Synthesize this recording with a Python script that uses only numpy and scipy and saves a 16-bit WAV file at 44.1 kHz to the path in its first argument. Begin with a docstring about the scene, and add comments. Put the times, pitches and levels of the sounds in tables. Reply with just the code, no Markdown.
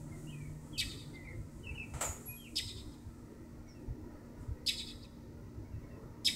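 """A quiet suburban street opens on distant traffic, humming machines, insect hiss and faint bird whistles.
Just before 1 s a jay scolds from a tree: two rough voices in its throat fall together in a harsh "chak"
that comes back from the house fronts. Soft puffs of air bump the microphone on and off.
Near 2 s something clatters in the branches, and two thin, high bird calls sound.
The jay scolds three more times while the insects fade and a far bird repeats a low-high phrase."""
import sys
import numpy as np
from scipy import signal
from scipy.fft import rfft, irfft, next_fast_len
from scipy.io import wavfile
from scipy.ndimage import uniform_filter1d, map_coordinates

SR = 44100
rng = np.random.default_rng(int(sys.argv[2]) if len(sys.argv) > 2 else 0)


def to_wav(sig):
    """Store sig (one row per channel, or 1-D mono) as 16-bit WAV at the path in sys.argv[1].

    Samples outside -1..1 are clipped; the rate is SR.
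    """
    pcm = np.clip(np.atleast_2d(sig), -1, 1) * 32767
    pcm = np.round(pcm).astype(np.int16)
    wavfile.write(sys.argv[1], SR, pcm.T)  # frames by channels


N = 280379

# A "colour" says how strong a sound is from low to high. Each has: frequency_hz, gain_db
AIR_COLOUR = [(1500, -10), (2400, 4), (3200, -4.5), (4500, 1), (6000, 1.5), (10000, -13), (15000, -6)]  # faint, even hiss
TRAFFIC_COLOUR = [(20, -7.5), (45, -1), (100, 2.5), (200, -9), (310, -5), (420, -12), (600, -17),
                  (780, -26), (930, -17.5), (1120, -28.5), (1320, -23), (1620, -34), (1950, -24.5),
                  (2350, -44.5), (3100, -48)]  # distant rumble
INSECT_COLOUR = [(3500, -17.5), (5000, -16), (6500, -6), (7800, -1.5), (9000, -5), (11000, -13.5),
                 (15000, -18)]  # high insect hiss
TAIL_COLOUR = [(2000, -3.5), (3000, -13), (3700, -0.5), (5000, -5), (6500, -2), (8200, 5), (9800, -1.5),
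               (11300, -6.5), (13000, 2)]  # sound lingering in the street
ECHO_COLOUR = [(500, -5.5), (2200, -10), (3150, -13), (3650, -2.5), (5200, -12.5), (6000, -17),
               (6900, -5.5), (8000, -8), (10000, -10), (11300, -25), (15000, -24)]  # what the house fronts send back
CLATTER_COLOUR = [(200, -12), (350, -7), (520, 0), (930, 0.5), (1100, -6.5), (1320, 1), (1620, -13.5),
                  (1950, -5.5), (3500, -16), (5500, -17.5), (7500, -4.5), (9800, -13), (13000, -20.5),
                  (15000, -29)]  # the noise in the branches
RASP_COLOUR = [(1800, -43), (2300, -37), (2600, -23.5), (4500, -0.5), (5900, 5), (7000, 5.5), (8300, 6),
               (9800, -1.5), (11300, 4.5), (12500, -8), (15500, -14)]  # the jay's breath
THROAT_COLOUR = [(1000, -35), (1650, -9), (1950, -2.5), (2600, -1), (2830, -6), (3250, -2.5), (3750, 2.5),
                 (4100, 2), (4420, -3), (4680, 1), (4900, -5), (5150, 7), (5450, -0.5), (6200, 0)]  # how the jay's throat shapes its call

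# the traffic's slow rise and fall: time_s, relative_level_db
TRAFFIC_LEVELS = [(0.0, -54), (1.63, -55.5), (2.07, -54.5), (2.48, -57), (4.64, -53.5), (4.94, -56),
                  (5.61, -56), (5.77, -54.5), (6.36, -53)]
# swells of the insect chorus: peak_s, level_db, rise_s, fade_s
INSECT_SWELLS = [(.15, -64, 1.2, 1.0), (2.33, -63.5, 0.68, 0.59), (4.41, -72.5, .025, .12)]
# the strongest puffs of air: centre_s, level_db
STRONG_PUFFS = [(.855, -42.5), (1.391, -41), (1.724, -41), (1.96, -40.5), (2.089, -41), (2.659, -44.5),
                (2.78, -46.5), (3.074, -46), (3.904, -36.5), (4.405, -47), (4.506, -36), (5.594, -42.5),
                (5.76, -41.5)]
# how long the street's tail takes to drop 60 dB: frequency_hz, fade_s
STREET_FADES = [(300, .5), (2000, 0.74), (4000, 0.89), (8000, 0.77), (11300, 0.99), (14000, 0.97)]
# echoes off house fronts: delay_s, relative_level_db, smear_s
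HOUSE_ECHOES = [(0.104, -15.5, 0.023), (.19, -23, 0.022), (.218, -27, .008), (.357, -34, 0.002)]

# sliding whistles: start_s, length_s, start_hz, end_hz, level_db
WHISTLES = [(0.113, 0.037, 2160, 2070, -59.5), (.264, .056, 2660, 3204, -57),
            (0.318, 0.056, 2596, 2406, -57), (0.394, 0.079, 2374, 2205, -59.5),
            (0.725, .058, 3520, 2690, -53), (0.766, 0.074, 2590, 2570, -43.5),
            (1.121, 0.17, 2127, 1942, -53.5), (2.274, 0.09, 2495, 2475, -53.5),
            (2.354, 0.1, 3340, 3070, -61.5), (2.438, 0.0524, 3060, 2280, -55),
            (3.673, 0.052, 6000, 5250, -63)]
# one songbird's repeated note: start_s, middle_pitch_hz, level_db
TWEETS = [(1.234, 2118, -48), (1.625, 2642, -46), (1.740, 2632, -42)]
# when the farthest bird sings its phrase: start_s
FAR_PHRASE_STARTS = [3.66, 5.64, 5.82]
# that phrase's two notes: after_start_s, length_s, start_hz, end_hz, level_db
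FAR_NOTES = [(0, .055, 2220, 2183, -70), (.072, 0.084, 2760, 2524, -74.5)]
# thin, high bird calls: start_s, length_s, start_hz, end_hz, level_db, roughness (0 to 1)
HIGH_CALLS = [(2.001, 0.14, 8300, 6740, -35, 0.83), (2.252, 0.12, 11260, 11320, -42.5, 0.14)]

# the clatter's brush and clack: start_s, level_db, base_fade_s, brightness_hz
CLATTER_HITS = [(1.938, -47.5, 0.72, 6000), (2.01, -33.5, 0.27, 20000)]
# how much longer than base_fade_s each frequency lasts: frequency_hz, fade_factor
CLATTER_FADE_FACTORS = [(500, 1.37), (1400, 1.43), (4000, 1.36), (6000, 1.36), (7400, 1.3), (10000, 1.6),
                        (14500, 2.1)]

# the jay's calls: start_s, relative_level_db, stretch_factor, upper_voice_db, pitch_factor, echo_db
JAY_CALLS = [(0.778, -30.5, 1, 0.5, 0.95, -2), (2.555, -32.5, 0.95, 2, 0.98, 1),
             (4.662, -31.5, .94, 4.5, 0.95, 3), (6.246, -27.5, 0.95, -1, 1, 4)]
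# its two voices, before each call stretches and tunes them: time_s, pitch_hz, relative_level_db
UPPER_VOICE = [(0, 4800, -16), (.005, 4743, -6), (.01, 4960, -3), (.019, 4914, 3), (.026, 4616, -11.5),
               (.033, 4097, -8.5), (.045, 3427, -7.5), (.058, 3046, -24.5)]
LOWER_VOICE = [(0, 3393, -21), (.008, 3657, -9.5), (.02, 3774, -7), (.029, 3435, 2.5), (.033, 3347, -1),
               (.038, 2450, -5.5), (.049, 2100, -9), (.064, 1990, -33)]
# its rasping breath, before the same stretch: time_s, relative_level_db
RASP_LEVELS = [(0, -25), (.006, -11.5), (.016, -13), (.027, -12.5), (.035, -7), (.045, -38), (.064, -35)]


def amp(db):
    """Turn decibels into a number to multiply by."""
    return 10 ** (np.asarray(db) / 20)


def unit(x):
    """Scale x to an average strength (rms) of 1."""
    return x / np.sqrt(np.mean(x ** 2) + 1e-20)


def clock(n):
    """The times of n samples, in seconds."""
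    return np.arange(n) / SR


def curve(rows, t):
    """Join a table's rows with straight lines and read each value column at times t."""
    times, *columns = np.transpose(rows)
    return [np.interp(t, times, column) for column in columns]


def along(points, hz):
    """Read a frequency table at hz, giving every octave equal room."""
    frequencies, values = np.transpose(points)
    return np.interp(np.log(hz + 1), np.log(frequencies + 1), values)


def wobble(rate, n):
    """A smooth curve through rate random values a second."""
    return map_coordinates(rng.standard_normal(int(n * rate / SR) + 4), [clock(n) * rate])


def filtered(x, response):
    """Turn each frequency of x up or down by response(hz)."""
    size = next_fast_len(len(x) + 8192)
    return irfft(rfft(x, size) * response(np.fft.rfftfreq(size, 1 / SR)), size)[:len(x)]


def noise(colour, n):
    """Noise of the given colour, at strength 1."""
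    return unit(filtered(rng.standard_normal(n), lambda hz: amp(along(colour, hz))))


def phase_of(hz):
    """The angle a wave has turned through as it follows a pitch."""
    return 2 * np.pi * np.cumsum(hz) / SR


def add(track, start_s, sound):
    """Mix a sound into the track."""
    part = track[max(round(start_s * SR), 0):]
    part[:len(sound)] += sound[:len(part)]


def dying(x, fades, scale=1):
    """Each frequency of x drops 60 dB in its own time: its value in fades times scale."""
    hz, times, bands = signal.stft(x, SR, nperseg=256)
    fade_s = scale * along(fades, hz)[:, None]
    return signal.istft(bands * amp(-60 * times / fade_s), SR, nperseg=256)[1][:len(x)]


def patchy(x, depth_db):
    """Moving air lets narrow bands of a far sound swell and fade on their own."""
    bands = signal.stft(x, nperseg=2048)[2]
    swell = uniform_filter1d(rng.standard_normal(bands.shape), size=4, axis=0)  # smooth across bands
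    swell = uniform_filter1d(swell, size=6, axis=1)  # and over time
    return unit(signal.istft(bands * amp(depth_db * unit(swell)), nperseg=2048)[1][:len(x)])


def hiss(level_db=-74):
    """A faint, even hiss lies under everything."""
    return amp(level_db) * noise(AIR_COLOUR, N)


def traffic(boost_db=4):
    """Distant traffic rumbles unevenly through moving air."""
    level_db = boost_db + curve(TRAFFIC_LEVELS, clock(N))[0] + wobble(10, N)
    return amp(level_db) * patchy(noise(TRAFFIC_COLOUR, N), depth_db=3.0)


def insects(rest_db=-83):
    """Insects in the trees blend into a hiss that swells and fades over a resting level."""
    t = clock(N)
    swells = [amp(db) * np.exp(np.minimum((t - peak_s) / rise_s, (peak_s - t) / fade_s))
              for peak_s, db, rise_s, fade_s in INSECT_SWELLS]
    loudness = np.sqrt(amp(rest_db) ** 2 + np.sum(np.square(swells), axis=0))
    return loudness * amp(wobble(12, N)) * noise(INSECT_COLOUR, N)


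def air_conditioner(pitch_hz=236, level_db=-55.5):
    """An air conditioner hums one nearly steady tone."""
    return amp(level_db + wobble(4.8, N)) * np.sin(phase_of(pitch_hz + 0.53 * wobble(2.866, N)))


def engine(pitch_hz=150, start_db=-49.5, fade_db_per_s=4, rest_db=-63.5, octave_db=-61.5):
    """A far engine surges once and fades as it moves away; a tone an octave up wavers."""
    t = clock(N)
    phase = phase_of(pitch_hz + 2 * wobble(9, N))
    surge_db = 6.5 * np.exp(-((t - 0.4) / 0.2) ** 2)  # peaks at 0.4 s
    level_db = np.maximum(start_db - fade_db_per_s * t, rest_db) + surge_db
    hum = amp(level_db + wobble(11, N)) * np.sin(phase)
    octave = amp(octave_db + 3.5 * wobble(9, N)) * np.sin(2 * phase)
    return hum + octave


def puffs(length_s=0.0903, low_hz=40, high_hz=125, weak_gap_s=.45, weak_db=-52):
    """Small swirls of air thump on the microphone: strong ones among weaker, random ones."""
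    out = np.zeros(N)
    swell = signal.windows.hann(int(length_s * SR))
    weak_puffs = [(weak_gap_s * (k + rng.random()), rng.normal(weak_db, 0.5)) for k in range(14)]
    for centre_s, db in STRONG_PUFFS + weak_puffs:
        swirl = filtered(rng.standard_normal(len(swell)),
                         lambda hz: hz ** 2 / (hz ** 2 + low_hz ** 2) / (1 + (hz / high_hz) ** 10))
        add(out, centre_s - length_s / 2, amp(db) * np.sqrt(np.mean(swell ** 2)) * unit(swell * swirl))
    return out


def outdoors(x, leaves_db, street_db, houses_db, leaves_fade_s=0.23):
    """A sound arrives directly, scatters off branches, lingers in the street and echoes off houses."""
    t = clock(SR)
    tail = dying(noise(TAIL_COLOUR, SR), STREET_FADES)
    leaves = rng.standard_normal(SR) * amp(-60 * t / leaves_fade_s) * (t > .002)
    echoes = amp(street_db) * unit(tail) + amp(leaves_db) * unit(leaves)
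    for delay_s, db, smear_s in HOUSE_ECHOES:
        bounce = (t > delay_s) * np.exp(-np.abs(t - delay_s) / smear_s)
        echoes += amp(houses_db + db) * unit(bounce * noise(ECHO_COLOUR, SR))
    return np.pad(x, (0, SR - 1)) + signal.fftconvolve(x, echoes / np.sqrt(SR))


def bird_tone(hz, rough, overtone_db):
    """A tone with a quiver in its pitch, plus a softer one an octave up."""
    phase = phase_of(hz * (1 + 0.05 * rough * wobble(452, len(hz))))
    return np.sin(phase) + amp(overtone_db) * np.sin(2 * phase)


def whistle(length_s, start_hz, end_hz, db):
    """A note swells, slides evenly and fades; the wider it slides, the more it quivers."""
    hz = np.geomspace(start_hz, end_hz, int(length_s * SR))
    rough = 0.16 + 0.55 * abs(np.log2(end_hz / start_hz))
    return amp(db) * signal.windows.tukey(len(hz), .5) * bird_tone(hz, rough, overtone_db=-36)


def tweet(middle_hz, db, lead_s=.042, hold_s=0.0276, drop_s=0.0426, step_s=0.0088):
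    """A soft lead-in steps down onto a loud held note, then drops away."""
    corners_s = np.cumsum([0, lead_s - step_s, step_s, hold_s, step_s, drop_s - step_s])
    t = clock(int(corners_s[-1] * SR))
    hz = middle_hz * np.interp(t, corners_s, [1.15, 1.07, 1, 1, 1 / 1.07, .84])
    level_db = db + np.interp(t, corners_s, [-10.5, -10.5, 0, 0, -12, -12])
    return amp(level_db) * signal.windows.tukey(len(t), .35) * bird_tone(hz, rough=0.32, overtone_db=-32)


def high_call(length_s, start_hz, end_hz, db, rough):
    """A thin call starts harsh, then clears and fades as its pitch settles."""
    rise_s, settle_s, clear_s, fade_db_per_s = 0.017, .03, .08, 126
    t = clock(int(length_s * SR))
    hz = end_hz + (start_hz - end_hz) * np.exp(-t / settle_s)
    loudness = amp(db - fade_db_per_s * t) * np.minimum(t / rise_s, 1) * signal.windows.tukey(len(t), .1)
    return loudness * bird_tone(hz, rough * np.exp(-t / clear_s), overtone_db=-18)


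def songbirds():
    """Farther birds sing, blurred by the trees."""
    out = np.zeros(N)
    notes = [(s, whistle(*note)) for s, *note in WHISTLES]
    notes += [(s, tweet(*note)) for s, *note in TWEETS]
    notes += [(s + after_s, whistle(*note)) for s in FAR_PHRASE_STARTS for after_s, *note in FAR_NOTES]
    for start_s, note in notes:
        add(out, start_s, outdoors(note, leaves_db=-0.5, street_db=-14, houses_db=-6.5))
    for start_s, *call in HIGH_CALLS:
        add(out, start_s, outdoors(high_call(*call), leaves_db=1.5, street_db=-12, houses_db=-8))
    return out


def clatter():
    """In the branches: a soft, dull brush, then a sharp, dry clack that dies quickly."""
    out = np.zeros(N)
    for start_s, db, base_fade_s, bright_hz in CLATTER_HITS:
        burst = filtered(noise(CLATTER_COLOUR, SR // 2), lambda hz: 1 / np.hypot(1, hz / bright_hz))
        add(out, start_s, amp(db) * dying(burst, CLATTER_FADE_FACTORS, base_fade_s))
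    return out


def jay_voice(voice, t, pitch_factor, jitter):
    """One side of the jay's voice box shakes unevenly; gives its loudness and phase."""
    hz, db = curve(voice, t)
    return amp(db), phase_of(pitch_factor * hz * (1 + jitter * wobble(1300, len(t))))


def chak(stretch, upper_db, pitch_factor, sum_tone_db=-16, flutter_db=2.5):
    """Two rough voices fall together while air rasps through; the throat shapes the mix."""
    t = clock(SR // 12) / stretch
    upper, upper_phase = jay_voice(UPPER_VOICE, t, pitch_factor, jitter=0.058)
    lower, lower_phase = jay_voice(LOWER_VOICE, t, pitch_factor, jitter=0.1203)
    upper *= amp(upper_db)
    voices = upper * np.sin(upper_phase) + lower * np.sin(lower_phase)
    # the voices push on each other, making a third tone at the sum of their pitches
    voices += amp(sum_tone_db) * np.sqrt(upper * lower) * np.sin(upper_phase + lower_phase)
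    rasp = amp(curve(RASP_LEVELS, t)[0]) * noise(RASP_COLOUR, len(t))
    flutter = amp(flutter_db * wobble(650, len(t)))
    call = (voices + rasp) * flutter * signal.windows.tukey(len(t), .03)
    return filtered(call, lambda hz: amp(along(THROAT_COLOUR, hz)))


def jay(lawn_db=-5, lawn_delay_s=.00306, grass_cutoff_hz=6500):
    """Each chak echoes round the street and also bounces off the lawn, dulled by the grass."""
    out = np.zeros(N)
    for start_s, db, stretch, upper_db, pitch_factor, echo_db in JAY_CALLS:
        call = amp(db - 1) * chak(stretch, upper_db, pitch_factor)
        add(out, start_s, outdoors(call, leaves_db=-6, street_db=-4, houses_db=echo_db))
        bounce = filtered(call, lambda hz: 1 / (1 + (hz / grass_cutoff_hz) ** 4))
        add(out, start_s + lawn_delay_s, amp(lawn_db) * bounce)
    return out


def scene():
    """All the sounds meet at one microphone."""
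    events = jay() + songbirds() + clatter() + puffs()
    background = air_conditioner() + engine() + traffic() + insects() + hiss()
    return (events + background)[None]


def record(dry):
    """Cut away the very highest treble."""
    top_hz = 15750
    return filtered(dry[0], lambda hz: hz < top_hz)[None]


dry = scene()
out = record(dry)
to_wav(out)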